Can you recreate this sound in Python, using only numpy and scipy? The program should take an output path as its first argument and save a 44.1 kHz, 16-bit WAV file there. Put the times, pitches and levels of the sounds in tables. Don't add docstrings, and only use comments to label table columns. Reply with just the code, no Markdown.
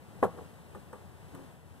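import sys
import numpy as np
from scipy import signal
from scipy.fft import rfft, irfft
from scipy.io import wavfile
from scipy.ndimage import uniform_filter1d

SR = 44100
rng = np.random.default_rng(int(sys.argv[2]) if len(sys.argv) > 2 else 0)


def store_wav(level_fs):
    pcm = np.round(np.clip(np.atleast_2d(level_fs), -1, 1) * 32767)
    wavfile.write(sys.argv[1], SR, pcm.T.astype(np.int16))


N = 79380


def undb(db):
    return 10 ** (np.asarray(db) / 20)


def over_hz(table, column=1):
    rows = np.array(table, float)
    hz = np.arange(N // 2 + 1) * SR / N
    return np.interp(np.log(hz + 1), np.log(rows[:, 0]), rows[:, column])


def noise(spectrum):
    return irfft(rfft(rng.standard_normal(N)) * undb(over_hz(spectrum)), N) * np.sqrt(SR / 2)


def since(start):
    return np.maximum(np.arange(N) / SR - start, 0)


def fade(age, t60):
    return (age > 0) * np.exp(-np.log(1000) * age / t60)


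def gain_curve(points):
    return undb(np.interp(since(0), *np.array(points).T))


def waver(rate_hz):
    hold = int(SR / rate_hz)
    steps = np.repeat(rng.standard_normal(N // hold + 1), hold)
    smooth = uniform_filter1d(uniform_filter1d(steps, hold), hold)[:N]
    return smooth / np.std(smooth)


def open_air(waver_db=0.5):
    # f/Hz, density/(dB per Hz)
    spectrum = [(20, -102), (35, -95), (55, -85), (88, -76.5), (160, -76), (290, -84.5), (450, -84.5),
                (650, -88.5), (850, -87.5), (1250, -93.5), (1700, -96.5), (2300, -99), (3300, -103),
                (4600, -108), (6800, -110), (8400, -106), (10000, -108), (13000, -110), (15500, -114)]
    # t/s, level/dB
    swells = [(0, 0), (.45, 1.5), (.68, -0.5), (.8, 1), (1.15, -0.5), (1.45, 1.5), (1.62, -3), (1.8, -1)]
    # f/Hz, share/dB
    unshared = [(60, -9.5), (300, -10.5), (1200, -1.5), (3000, -11.5), (6000, 0.5), (15000, -3.5)]
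    alone = np.minimum(undb(over_hz(unshared)), 1)
    shared = rfft(noise(spectrum)) * np.sqrt(1 - alone ** 2)
    pair = np.array([irfft(shared + alone * rfft(noise(spectrum)), N) for _ in range(2)])
    return pair * gain_curve(swells) * undb(waver_db * waver(rate_hz=12.37))


def far_drone(centre_hz=87.8, half_width_hz=6.7, base_db=-62.5):
    # t/s, level/dB
    swells = [(0, -19), (.35, 2.5), (.55, 3), (1.35, 5), (1.6, -2.5), (1.8, 8)]
    hz = np.arange(N // 2 + 1) * SR / N
    drone = irfft(rfft(rng.standard_normal(N)) / (1 + ((hz - centre_hz) / half_width_hz) ** 2), N)
    return drone / np.std(drone) * undb(base_db) * gain_curve(swells)


def ring(modes, start, swell_cycles=.9):
    out = np.zeros(N)
    first = int(start * SR)
    span = slice(first, first + SR // 2)
    age = since(start)[span]
    for hz, db, t60 in modes:
        swell = 1 - np.exp(-age * hz / swell_cycles)
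        out[span] += undb(db) * swell * fade(age, t60) * np.sin(2 * np.pi * hz * age)
    return out


def timber_grain(start, spread_s=0.0011):
    # f/Hz, density/(dB per Hz)
    spectrum = [(50, -82), (110, -56), (300, -48), (480, -48), (1050, -52), (1700, -62.5), (2300, -67),
                (4000, -90), (9000, -115)]
    age = since(start)
    onset = 1 - np.exp(-age / spread_s)
    direct = fade(age, t60=0.076)
    from_trees = undb(-27.5) * fade(age, t60=0.67)
    return noise(spectrum) * onset * (direct + from_trees)


def contact_click(start, db):
    # f/Hz, density/(dB per Hz)
    spectrum = [(1000, -59), (3400, -43.5), (5500, -49.5), (8400, -44), (11000, -45), (13500, -43.5),
                (16000, -56)]
    age = since(start)
    tick = fade(age, t60=0.0037)
    fizz = undb(-11) * fade(age, t60=0.089)
    return undb(db) * noise(spectrum) * (tick + fizz)


def wheel_knocks(modes_db=1.5):
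    # t/s, level/dB, treble cutoff/Hz, click level/dB
    knocks = [(.2270, 1, 2180, -40.5), (.2366, -7.5, 2580, -37.5), (.2422, -7, 880, -39),
              (.2470, -18, 1200, -43), (.2505, -16, 1280, -46), (.2685, -21, 695, -58),
              (.338, -25, 700, -70), (.376, -28.5, 1200, -66), (.384, -22.5, 1500, -53),
              (.408, -24, 700, -59)]
    # f/Hz, level/dB, t60/s
    frame_modes = [(99.2, -36, 0.2), (171.4, -32, 0.29), (200.2, -30.5, .12), (251, -43.5, 0.18),
                   (401.5, -22.5, 0.085), (480.5, -18.5, 0.12), (507.8, -26, .12), (547.7, -29, 0.11),
                   (625, -40.5, 0.18), (727.5, -29.5, 0.095), (795.4, -32.5, 0.12), (927, -38, 0.081),
                   (1065, -33.5, 0.077), (1112, -36, 0.21), (1231, -42, 0.075), (1390, -35, 0.046),
                   (1500, -54, 0.055), (1686, -32.5, 0.042), (1940, -47, 0.044)]
    out = np.zeros(N)
    for start, db, cutoff_hz, click_db in knocks:
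        timber = undb(modes_db) * ring(frame_modes, start) + timber_grain(start)
        lowpass = signal.butter(2, cutoff_hz, fs=SR, output="sos")
        out += undb(db) * signal.sosfilt(lowpass, timber) + contact_click(start, click_db)
    return out


def rung_taps(grain_db=-23):
    # t/s, level/dB, click level/dB
    taps = [(0.7483, -1.5, -60), (.754, -6, -56), (0.9296, 1, -51), (.956, -7.5, -63), (1.3497, -5, -45)]
    # f/Hz, level/dB, t60/s
    rung_modes = [(198, -55, 0.31), (398, -44.5, 0.17), (512, -45.5, 0.11), (690, -52, 0.055),
                  (838, -47.5, .07), (1159, -44.5, 0.082), (1215, -46, 0.06), (1433, -52.5, 0.04),
                  (1768, -54.5, .06), (8300, -60.5, 0.075)]
    out = np.zeros(N)
    for start, db, click_db in taps:
        rung = ring(rung_modes, start) + undb(grain_db) * timber_grain(start)
        out += undb(db) * rung + contact_click(start, click_db)
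    return out


def axle_creak(start=1.335, slips=12, slip_hz=93.1):
    # f/Hz, level/dB, t60/s
    bearing_modes = [(160, -35, 0.015), (304, -35, 0.023), (470, -48, 0.024), (714, -55, 0.01)]
    attack_s, hold_s, release_s = 0.011, 0.043, 0.033
    modes_db, grain_db = 5, -36
    jitter, scatter_db = 0.051, 2.5
    out, age = np.zeros(N), 0.
    for gap_draw, size_draw in rng.standard_normal((slips, 2)):
        rise = min(.5 + .5 * age / attack_s, 1)
        fall = np.exp(-max(age - attack_s - hold_s, 0) / release_s)
        bearing = -undb(modes_db) * ring(bearing_modes, start + age)
        timber = undb(grain_db) * timber_grain(start + age)
        out += rise * fall * undb(scatter_db * size_draw) * (bearing + timber)
        age += (1 + jitter * gap_draw) / slip_hz
    return out


def scene():
    return open_air() + far_drone() + wheel_knocks() + rung_taps() + axle_creak()


def record(dry):
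    # f/Hz, level difference/dB, phase lead/rad
    ports = [(59, 8, -2.26), (199, 4.5, -1.59), (394, 1, -1.5), (760, -1, 0.4), (1230, 2.5, 0),
             (1710, 0.5, 1.13), (2410, 3, 3.5), (3380, 1.5, 6), (4650, 3, 8.5), (6850, 2, 8), (8000, 8, 8),
             (12800, 0.5, 8)]
    sides = np.array([[.5], [-.5]])
    response = undb(sides * over_hz(ports)) * np.exp(1j * sides * over_hz(ports, column=2))
    stereo = irfft(rfft(dry) * response, N)
    top_hz = 15550
    return signal.sosfilt(signal.ellip(10, .2, 70, top_hz, fs=SR, output="sos"), stereo)


dry = scene()
out = record(dry)
store_wav(out)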